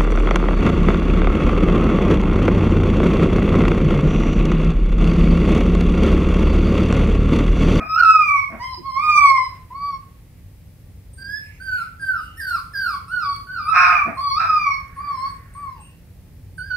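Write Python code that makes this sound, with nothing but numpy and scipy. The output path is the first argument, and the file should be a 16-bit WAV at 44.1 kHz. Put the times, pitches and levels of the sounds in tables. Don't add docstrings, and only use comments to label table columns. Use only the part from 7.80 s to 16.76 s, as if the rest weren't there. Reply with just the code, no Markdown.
import sys
import numpy as np
from scipy import signal
from scipy.fft import rfft, irfft, next_fast_len
from scipy.io import wavfile
from scipy.ndimage import map_coordinates

SR = 44100
rng = np.random.default_rng(int(sys.argv[2]) if len(sys.argv) > 2 else 0)


def boost(x):
    u = np.asarray(x, float) / 20
    return 10 ** u


def int16_out(signal):
    q = np.round(np.clip(np.atleast_2d(signal).T, -1, 1) * 32767)
    wavfile.write(sys.argv[1], SR, q.astype(np.int16))


N = 395136
STEP = 16

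# t/s, pitch f/Hz, level/dB
LONG_CRIES = [
    [(0.0, 1269, -29.5), (0.056, 1265, -40.5), (0.154, 1295, -17), (0.19, 1478, -14.5),
     (0.242, 1309, -17.5), (0.318, 1293, -10.5), (0.442, 1203, -22), (0.57, 1113, -21), (0.7, 1070, -50.5)],
    [(1.03, 1056, -44.5), (1.062, 1104, -30.5), (1.12, 1034, -31.5), (1.168, 1070, -21), (1.23, 1225, -26),
     (1.3, 1223, -15), (1.508, 1089, -15), (1.6, 1034, -22), (1.7, 1007, -48)],
    [(5.88, 1263, -25), (5.9, 1303, -18), (5.97, 1332, -23), (6.036, 1320, -14.5), (6.094, 1230, -32),
     (6.128, 1279, -17), (6.168, 1193, -21.5), (6.25, 1129, -39.5)],
    [(6.37, 1043, -34.5), (6.422, 1162, -33), (6.528, 1093, -26), (6.552, 1159, -35.5), (6.6, 1341, -18),
     (6.7, 1267, -22.5), (6.846, 1173, -25.5), (6.89, 1114, -23.5), (6.98, 1080, -41.5)],
]
# t/s, pitch f/Hz, level/dB
WHIMPERS = [
    [(0.79, 984.6, -53), (0.804, 953.6, -34.5), (0.846, 1052, -27.5), (0.92, 1041, -38.5), (0.95, 977, -32)],
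    [(1.9, 958.2, -61.5), (1.91, 984.7, -39.5), (1.966, 1127, -36.5), (2.08, 1146, -34.5),
     (2.144, 1093, -30.5), (2.18, 1086, -49)],
    [(3.37, 1547, -81), (3.384, 1561, -43), (3.456, 1597, -31.5), (3.53, 1679, -31.5), (3.57, 1719, -32),
     (3.66, 1735, -60)],
    [(7.16, 1151, -47), (7.18, 1080, -34.5), (7.222, 1180, -37), (7.286, 1156, -28.5), (7.378, 1025, -30.5),
     (7.464, 1113, -29), (7.5, 1122, -42.5)],
    [(7.75, 1080, -39.5), (7.796, 1174, -37.5), (7.886, 1075, -30), (7.94, 1005, -49.5), (8.0, 854, -47)],
    [(8.78, 1565, -33), (8.798, 1471, -30.5), (8.88, 1640, -37.5), (8.918, 1486, -19), (8.96, 1480, -25)],
]
# t/s, pitch f/Hz, level/dB
FALLING_WHIMPERS = [
    [(3.8, 1486, -39.5), (3.83, 1591, -38), (3.9, 1518, -27.5), (3.97, 1475, -25), (4.02, 1325, -32.5),
     (4.045, 1179, -55.5)],
    [(4.195, 1622, -41), (4.23, 1584, -28.5), (4.29, 1539, -23), (4.33, 1450, -28), (4.38, 1288, -29.5),
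     (4.41, 1178, -40.5)],
    [(4.57, 1750, -56), (4.595, 1881, -33), (4.615, 1620, -32), (4.75, 1340, -27), (4.775, 1182, -34.5),
     (4.8, 991, -47)],
    [(4.935, 1759, -43.5), (4.955, 1612, -28.5), (4.99, 1606, -31), (5.07, 1407, -28), (5.11, 1210, -34.5),
     (5.15, 1117, -33.5), (5.19, 1000, -53.5)],
    [(5.28, 1262, -47), (5.326, 1494, -28), (5.396, 1422, -32), (5.448, 1145, -30.5), (5.538, 1123, -34),
     (5.62, 1108, -100)],
    [(5.67, 1469, -43), (5.738, 1532, -33.5), (5.8, 1231, -36.5), (5.822, 1171, -36.5), (5.875, 1211, -29)],
]
# t/s fully open, stay/s, lift level/dB
MOUTH_OPENINGS = [
    (.44, .3, 19),
    (0.799, .07, 16.5),
    (1.249, .5, 13.5),
    (4.3, .15, -9),
    (6.14, .15, 15),
    (6.86, .2, 16.5),
]
# f/Hz, level/dB
OCTAVE_LEVEL = [(2000, -28), (2300, -22.5), (2600, -24), (2900, -34), (3300, -32.5)]
# f/Hz, level/dB
THROAT_RESPONSE = [(2600, -16), (3300, -22), (3900, -13), (4500, -3), (5050, -4), (5350, -12), (5750, -30),
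                   (6300, -38), (7400, -31), (8300, -26), (9500, -30), (11800, -13), (15000, -17)]
# f/Hz, level/dB
OPEN_MOUTH_GAIN = [(3300, -6.5), (3900, -9.5), (4500, -10.5), (5200, -5), (5700, 18.5), (6200, 19.5),
                   (7000, 4.5), (8000, 11), (9500, 5.5), (11500, -3), (14000, -18.5)]
# from t/s, upper partials' level/dB at first, level/dB warm, warm-up/s,
# extra level/dB of the top partials
THROAT_BRIGHTNESS = [(0, -31.5, -2.5, 0.088, -0.5), (.5, -9, -7.5, .1, 4), (0.792, -7, 3, .04, -3),
                     (1.03, -6.5, 0.5, .1, 0.5), (1.899, -24, -5.5, .17, 4), (3.37, 1.5, 3.5, .15, -2.5),
                     (3.8, -11, -5.5, .14, 8.5), (4.19, -10.5, -9, 0.16, 4), (4.57, 3.5, -2, .1, 6.5),
                     (4.93, -1.5, -2, .15, 4.5), (5.28, -6.5, -4, .15, -11), (5.67, -6.5, -6, .1, -1),
                     (5.868, -5, -11, .1, -9.5), (6.37, -5, 0, .1, -13.5), (6.601, -8, -3, .1, -7.5),
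                     (7.161, -23.5, -3, .16, -4), (7.751, -25, -16, .1, 0.5), (8.78, -8, 1, .06, -19.5)]
MOUTH_OPENING_S = .17
FULLY_OPEN_DB = 17
UPPER_DB, UPPER_GROWTH = -34.5, 0.54
TOP_FROM_HZ = 7000

# f/Hz, t60/s
HALL_DECAY = [(300, 0.2), (1200, 0.42), (2500, 0.4), (5000, 0.34), (12000, 0.3)]
# t/s, direct level/dB, hall level/dB
DIRECT_AND_HALL = [(0, 0.5, 2), (.2, 0.5, 0.5), (.29, 2, -5), (.45, -2.5, 0), (2.3, 4.5, -4.5), (3.3, -3, -5),
                   (5, 2, 1.5), (6, 4, 7.5), (8.96, -3.5, -10.5)]
# f/Hz, left minus right level/dB
PORT_COLOUR = [(500, -4), (1000, 0), (2300, -7.5), (4500, -5), (9000, 2.5)]
# f/Hz, left lead/rad
PORT_PHASE = [(0, -2.5), (2580, 0.5), (8870, 10), (9820, 22.5), (12100, 7.5), (15200, 18.5)]
# t/s, left minus right level/dB
PORT_BALANCE = [(0, 1), (.7, 0.5), (1.2, -2), (1.7, 2), (2.1, -0.5), (3.5, -2), (4.2, 1.5), (4.8, 1.5),
                (5.3, 0), (5.8, 1.5), (6.2, 1.5), (6.8, 1), (7.3, 0), (7.9, 2.5), (8.9, -2.5)]
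PORT_DRIFT_S = .00004

# f/Hz, density level/dB per Hz
HUM_SPECTRUM = [(12, -53), (20, -29), (43, -5), (95, -2.5), (110, -6.5), (129, -11.5), (177, -12),
                (195, -19.5), (273, -21.5), (375, -29.5), (499, -29), (585, -32.5), (900, -41.5),
                (1170, -73.5), (1980, -120)]
# f/Hz, level/dB
MACHINE_TONES = [
    (99, -56),
    (169, -59),
]
# f/Hz, coherence/1
BACKGROUND_COHERENCE = [(60, .98), (180, .91), (550, .7), (1650, .4), (5000, 0)]
# f/Hz, density level/dB per Hz
FAR_ROOM_SPECTRUM = [(250, -18), (450, -11), (900, -9), (1600, -10), (2200, -8), (3200, -17.5), (5000, -25)]
# f/Hz, density level/dB per Hz
HISS_SPECTRUM = [(400, -30), (800, -2), (1500, -5.5), (2000, -1), (3200, -7), (5000, -7), (6500, -10),
                 (8000, -9), (10000, -7), (13000, -6), (15700, -6)]
HUM_DB, HISS_DB = -43, -58.7
FAR_ROOM_DB, FAR_ROOM_FOLLOWS = -59, .55
FAR_ROOM_MEMORY_S, VOICE_SILENCE_DB = .15, -56

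# t/s at full strength, rise/s, hold/s, level/dB, flap rate f/Hz
RASPS = [
    (.001, .001, .01, -41, 181),
    (.19, .03, .02, -40, 180),
    (5.955, .035, .15, -21, 179),
    (6.605, .015, .045, -31, 178),
]
# f/Hz, width f/Hz, level/dB
MOUTH_MODES = [(704, 120, -6.5), (1080, 330, 6), (1320, 1046, 4), (1852, 404, 2), (2506, 220, -0.5)]
# f/Hz, width f/Hz, level/dB
FRONT_MOUTH_MODES = [(3500, 500, -35), (4200, 700, -31), (5250, 500, -30), (6000, 400, -35),
                     (9300, 2500, -46)]
# t/s at full strength, rise/s, hold/s, level/dB, flap rate f/Hz
GRUNTS = [
    (.001, 0.0011, 0.0072, -33, 215.1),
    (.74, 0.044, 0.0035, -35.5, 225.2),
    (6.28, 0.035, 0.01, -34, 233.6),
]
# f/Hz, width f/Hz, level/dB
CHEST_MODES = [(227, 160, -0.5), (675, 110, 2), (1225, 2000, -6.5)]
# level/dB, unevenness/1
FLAP_UNEVENNESS = [(-38, .35), (-31, .22), (-25.5, .08), (-21, .025)]
# rate/(dB/s), loss level/dB at the end
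RASP_FADE = (230, 26)
GRUNT_FADE = (450, 44)
BURST_RISE_DB, SLACKENING = 13.5, 0.93

# t/s, length/s, centre f/Hz, width f/Hz, level/dB
GASPS = [
    (.07, 0.089, 2420, 50, -46),
    (3.704, 0.058, 2320, 355, -53.5),
    (3.99, 0.051, 2470, 320, -51.5),
    (4.468, 0.07, 2890, 150, -55),
    (7.416, 0.38, 1790, 380, -56),
    (8.056, 0.061, 2730, 149, -56),
]
# t/s, level/dB
CRESTS = [(.16, 0), (0.194, -0.5), (.236, 6), (0.282, 0.5), (.312, 5), (0.329, -4), (0.348, 3.5),
          (.372, -2), (0.397, 0.5), (.58, 1), (1.337, -2.5), (1.375, 4.5), (1.397, 1), (1.441, -0.5),
          (1.467, 3), (1.51, 0), (1.541, -4.5), (1.575, 3.5), (4.691, -0.5), (4.752, 1), (5.063, 1.5),
          (5.889, 0), (5.93, -3), (5.974, 2.5), (6.004, 1.5), (6.72, -1)]
# t/s, level/dB
BRIEF_DIPS = [(.086, -4), (0.172, -9), (.219, -17.5), (0.23, -9), (0.242, -11.5), (1.941, -14), (3.438, -10),
              (4.592, -6), (4.664, -10), (4.948, -5.5), (5.698, -2), (5.76, -4), (5.881, -4), (6.592, -9),
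              (6.687, -5), (6.855, -7), (6.878, -1.5), (6.898, -4.5), (8.899, -7.5), (8.931, -7)]
CREST_S, BRIEF_DIP_S = .014, 0.0032
# start t/s, length/s, level/dB
AIR_LEAKS = [(3.54, .1, -63), (3.93, .08, -58.5), (4.22, .25, -65), (4.6, .19, -58.5), (4.97, .17, -61),
             (5.3, .3, -69), (5.97, .25, -68), (6.38, .15, -67), (6.6, .2, -72), (.83, .08, -66),
             (7.3, .25, -71)]
# f/Hz, density level/dB per Hz
AIR_SPECTRUM = [(1200, -40), (2500, -12), (3300, -8), (4700, -2), (5800, -9), (7200, -10), (8600, -3),
                (12000, -5), (15500, -14)]
AIR_RISE_S, AIR_FALL_S, AIR_EDGE_DB = .03, .1, 18
# t/s, peak level/dB, floor ring f/Hz
PAWS = [
    (0.976, -39.5, 345),
    (1, -42, 251.3),
    (6.379, -64.5, 300),
]
# t/s, peak level/dB, left minus right level/dB
CLAWS = [
    (3.3435, -63.5, 24.5),
    (5.5633, -35, -11),
    (7.081, -45, 0),
]
# start t/s, length/s, first f/Hz, last f/Hz, level/dB
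SQUEAKS = [
    (1.3, .09, 7500, 8250, -72),
    (1.43, .13, 8600, 7900, -72),
    (3.72, .36, 6300, 6900, -80),
    (5.83, 0.13, 9780, 9650, -83),
    (5.97, 0.13, 9800, 10300, -80),
    (6.34, 0.055, 8630, 8760, -78),
]
# start t/s, length/s, first f/Hz, last f/Hz, level/dB
WHISTLES = [(3.33, 0.098, 8680, 8570, -63.5), (3.795, 0.075, 8800, 8900, -69.5),
            (4.195, .13, 9110, 9440, -73), (4.56, 0.063, 9240, 9030, -67), (4.925, 0.057, 8850, 9530, -75),
            (5.28, .05, 9170, 8700, -73.5), (5.49, 0.12, 8200, 8730, -82), (5.665, .04, 9290, 8960, -78),
            (7.15, 0.052, 9000, 9480, -77), (7.36, .09, 8280, 8300, -80), (7.5, .07, 8450, 8430, -77),
            (7.735, 0.092, 8600, 8620, -69), (8.0, .11, 8500, 8700, -68), (8.765, 0.084, 8800, 8800, -66.5)]
WHISTLE_HOLD, WHISTLE_FADE_DB = 0.6, 13


def unit(x):
    return x / np.sqrt(np.mean(x ** 2) + 1e-20)


def along(points, hz):
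    f, v = np.transpose(points)
    return np.interp(np.log(hz + 1), np.log(f + 1), v)


def slow_time():
    return np.arange(0, N, STEP) / SR


def fine(slow):
    return np.interp(np.arange(N), np.arange(0, N, STEP), slow)


def curves(calls, fade=0.011):
    t = slow_time()
    s, *columns = np.transpose(np.concatenate(calls))
    gate = 0
    for call in calls:
        inside = np.minimum(t - call[0][0], call[-1][0] - t)
        gate = gate + np.clip(inside / fade + .5, 0, 1)
    return [np.interp(np.arange(N) / SR, s, c) for c in columns] + [fine(gate ** 2)]


def wobble(rate, slow=False):
    knots = rng.standard_normal(int(N * rate / SR) + 4)
    places = np.arange(0, N, STEP) * rate / SR
    curve = 1.4 * map_coordinates(knots, [places], order=2, prefilter=False)
    return curve if slow else fine(curve)


def filtered(x, response):
    m = next_fast_len(N + SR // 2)
    return irfft(rfft(x, m) * response(np.fft.rfftfreq(m, 1 / SR)), m)[..., :N]


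def noise(spectrum, coherence):
    def mid_side(hz):
        angle = np.arccos(np.clip(along(coherence, hz), -1, 1)) / 2
        return boost(along(spectrum, hz)) * [np.cos(angle), np.sin(angle)]

    mid, side = filtered(rng.standard_normal((2, N)), mid_side)
    return unit(np.array([mid + side, mid - side]))


def bursts(rows, fade):
    db_per_s, lost_db = fade
    return [[(s - rise, db - BURST_RISE_DB, hz),
             (s, db, hz),
             (s + hold, db, hz),
             (s + hold + lost_db / db_per_s, db - lost_db, SLACKENING * hz)]
            for s, rise, hold, db, hz in rows]


def cries(jitter=.004, shimmer_db=1.5, hoarse=.015, ragged=.22, fall_db=3):
    pitch, first_db, gate = curves(sorted(LONG_CRIES + WHIMPERS + FALLING_WHIMPERS), fade=0.005)
    t, slow_hz = slow_time(), pitch[::STEP]
    gape_db = sum(db * np.clip(1 + (t - s) / MOUTH_OPENING_S, 0, 1) * (t < s + stay)
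                  for s, stay, db in MOUTH_OPENINGS)
    openness = np.clip(gape_db / FULLY_OPEN_DB, 0, 1)
    settings = np.transpose(THROAT_BRIGHTNESS)
    current = np.searchsorted(settings[0], t, side='right') - 1
    since, cold_db, warm_db, warm_s, top_db = settings[:, current]
    bright_db = cold_db + (warm_db - cold_db) * np.clip((t - since) / warm_s, 0, 1)
    second_db = first_db + fine(along(OCTAVE_LEVEL, 2 * slow_hz) + gape_db)
    upper_db = UPPER_DB + UPPER_GROWTH * (first_db + 21.5) + fine(bright_db)
    phase = 2 * np.pi * np.cumsum(pitch * (1 + jitter * wobble(120))) / SR

    upper = 0
    for k in range(3, 12):
        hz = k * slow_hz
        level_db = along(THROAT_RESPONSE, hz) + openness * along(OPEN_MOUTH_GAIN, hz)
        level_db = level_db + top_db * (hz > TOP_FROM_HZ) - fall_db * max(k - 5, 0)
        level_db = level_db + 3.5 * wobble(18, slow=True)
        upper = upper + fine(boost(level_db) * (hz < 15500)) * np.sin(k * phase + k * k)

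    rasp_db, _, rasping = curves(bursts(RASPS, RASP_FADE), fade=0.021)
    rasping = rasping * np.clip((rasp_db + 52) / 22, 0, 1)
    upper = upper * (1 - .7 * rasping + (ragged + 1.3 * rasping) * wobble(700))
    tone = boost(first_db + 4) * np.sin(phase) + boost(second_db + 6.0) * np.cos(2 * phase)
    tone = tone * (1 - .6 * rasping ** 3 + (hoarse + .15 * rasping ** 3) * wobble(900))
    return gate * boost(shimmer_db * wobble(60)) * (tone + boost(upper_db + 2.0) * upper)


def hall(x):
    hz, _, z = signal.stft(rng.standard_normal((2, SR)), SR, nperseg=256)
    t = signal.stft(np.zeros(SR), SR, nperseg=256)[1]
    decay = boost(-60 * t / along(HALL_DECAY, hz)[:, None])
    tail = signal.istft(z * decay, SR, nperseg=256)[1]
    tail = tail + .1 * tail[::-1]
    delayed = np.pad(x, (250, 0))[None]
    return signal.fftconvolve(delayed, tail / np.linalg.norm(tail[0]), axes=1)[:, :N]


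def spaced_ports(x):
    def port(hz):
        return boost(along(PORT_COLOUR, hz) / 2) * np.exp(.5j * along(PORT_PHASE, hz))

    return filtered(x, lambda hz: [port(hz), 1 / port(hz)])


def shifting_balance(x):
    pan_db, lag = curves([PORT_BALANCE])[0], PORT_DRIFT_S * SR * wobble(1.5)
    return np.array([boost(way * pan_db / 2) * map_coordinates(side, [np.arange(N) + way * lag / 2])
                     for side, way in zip(x, (1, -1))])


def machine_hum():
    rumble = boost(HUM_DB + 0.79 * wobble(2.9)) * noise(HUM_SPECTRUM, BACKGROUND_COHERENCE)
    tones = 0
    for hz, db in MACHINE_TONES:
        level = boost(db + 3 * wobble(11))
        phase = 2 * np.pi * np.cumsum(hz * (1 + 0.038 * wobble(4.9))) / SR
        tones = tones + level * np.sin(phase)
    return rumble + tones


def far_rooms(voice):
    power = np.abs(filtered(voice ** 2, lambda hz: 1 / (1 + 2j * np.pi * hz * FAR_ROOM_MEMORY_S)))
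    voice_db = 10 * np.log10(power + boost(2 * VOICE_SILENCE_DB))
    level_db = FAR_ROOM_DB + FAR_ROOM_FOLLOWS * (voice_db + 22) + 2.5 * wobble(24)
    return boost(level_db) * noise(FAR_ROOM_SPECTRUM, BACKGROUND_COHERENCE)


def microphone_hiss():
    return boost(HISS_DB) * noise(HISS_SPECTRUM, BACKGROUND_COHERENCE)


def flaps(calls, modes, top=(), low_hz=100):
    level_db, rate_hz, gate = curves(calls)
    uneven = np.interp(level_db, *np.transpose(FLAP_UNEVENNESS))
    cycles = np.cumsum(rate_hz * np.exp(.7 * uneven * wobble(150))) / SR
    puffs = np.diff(np.floor(cycles), prepend=0) * boost(8 * uneven * rng.standard_normal(N))
    puffs = puffs + .1 * uneven * rng.standard_normal(N)

    def resonances(f, peaks):
        return sum((-1) ** k * boost(db) * 1j * f * w / (c * c - f * f + 1j * f * w)
                   for k, (c, w, db) in enumerate(peaks))

    def tract(f):
        band = 1 / (1 + (f / 2600) ** 30) / (1 + (low_hz / (f + 1)) ** 12)
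        front = resonances(f, top) * (f > 2700) / (1 + (f / 11500) ** 16)
        return resonances(f, modes) ** 2 * band + front

    return gate * boost(level_db) * unit(filtered(puffs, tract))


def rasps():
    return flaps(bursts(RASPS, RASP_FADE), MOUTH_MODES, FRONT_MOUTH_MODES, low_hz=620)


def grunts():
    return flaps(bursts(GRUNTS, GRUNT_FADE), CHEST_MODES)


def gasps():
    t, out = np.arange(N) / SR, 0
    for s, long, hz, wide_hz, db in GASPS:
        band = unit(filtered(rng.standard_normal(N), lambda f: np.exp(-.5 * ((f - hz) / wide_hz) ** 2)))
        out = out + boost(db) * np.exp(-.5 * ((t - s) / long) ** 2) * band
    return out


def swells_and_dips(x):
    t = slow_time()
    gain_db = 0
    for events, width_s in ((CRESTS, CREST_S), (BRIEF_DIPS, BRIEF_DIP_S)):
        gain_db = gain_db + sum(db * np.exp(-.5 * ((t - s) / width_s) ** 2) for s, db in events)
    return x * fine(boost(gain_db))


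def air():
    t, leak = slow_time(), 0
    for s, long, db in AIR_LEAKS:
        outside = np.maximum((s - t) / AIR_RISE_S, (t - s - long) / AIR_FALL_S)
        leak = leak + boost(db - AIR_EDGE_DB * np.maximum(outside, 0))
    return fine(leak) * boost(4 + 3 * wobble(30)) * noise(AIR_SPECTRUM, [(1000, 0.92)])[0]


def steps():
    out, t = np.zeros((2, N + SR)), np.arange(SR // 8) / SR
    for s, db, hz in PAWS:
        envelope = boost(db - 60 * t / 0.052) * (1 - np.exp(-t / 0.0019))
        out[:, round(s * SR):][:, :len(t)] += envelope * np.sin(2 * np.pi * hz * t)
    for s, db, pan_db in CLAWS:
        tick = rng.standard_normal(len(t)) * boost(db - 2.5 - 60 * t / 0.005)
        out[:, round(s * SR):][:, :len(t)] += tick * boost([[pan_db / 2], [-pan_db / 2]])
    return out[:, :N]


def nose_whistle(rows, jitter=0.009):
    calls = [[(s, a_hz, db),
              (s + WHISTLE_HOLD * long, b_hz, db),
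              (s + long, b_hz, db - WHISTLE_FADE_DB)]
             for s, long, a_hz, b_hz, db in rows]
    pitch, level_db, gate = curves(calls)
    phase = 2 * np.pi * np.cumsum(pitch * (1 + jitter * wobble(96))) / SR
    return gate * boost(level_db + 17.5 + 4.3 * wobble(50)) * np.sin(phase)


def scene():
    voice = cries() + rasps() + grunts() + gasps() + air()
    voice = voice + nose_whistle(SQUEAKS) + nose_whistle(WHISTLES)
    feet = steps()
    dull_feet = filtered(feet.mean(0), lambda hz: 1 / (1 + (hz / 1500) ** 4))
    direct_db, hall_db = curves([DIRECT_AND_HALL])[:2]
    puppy = boost(direct_db) * voice + hall(boost(hall_db) * voice + 5.1 * dull_feet)
    puppy = shifting_balance(swells_and_dips(spaced_ports(puppy)))
    return puppy + feet + machine_hum() + far_rooms(voice) + microphone_hiss()


def band_limit(x):
    return signal.sosfilt(signal.butter(12, 15660, fs=SR, output="sos"), x)


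def record(dry):
    clipped = dry / (1 + np.abs(dry) ** 80) ** (1 / 80)
    limited = filtered(clipped, lambda hz: hz < 15700)
    return band_limit(limited)


dry = scene()
out = record(dry)
int16_out(out)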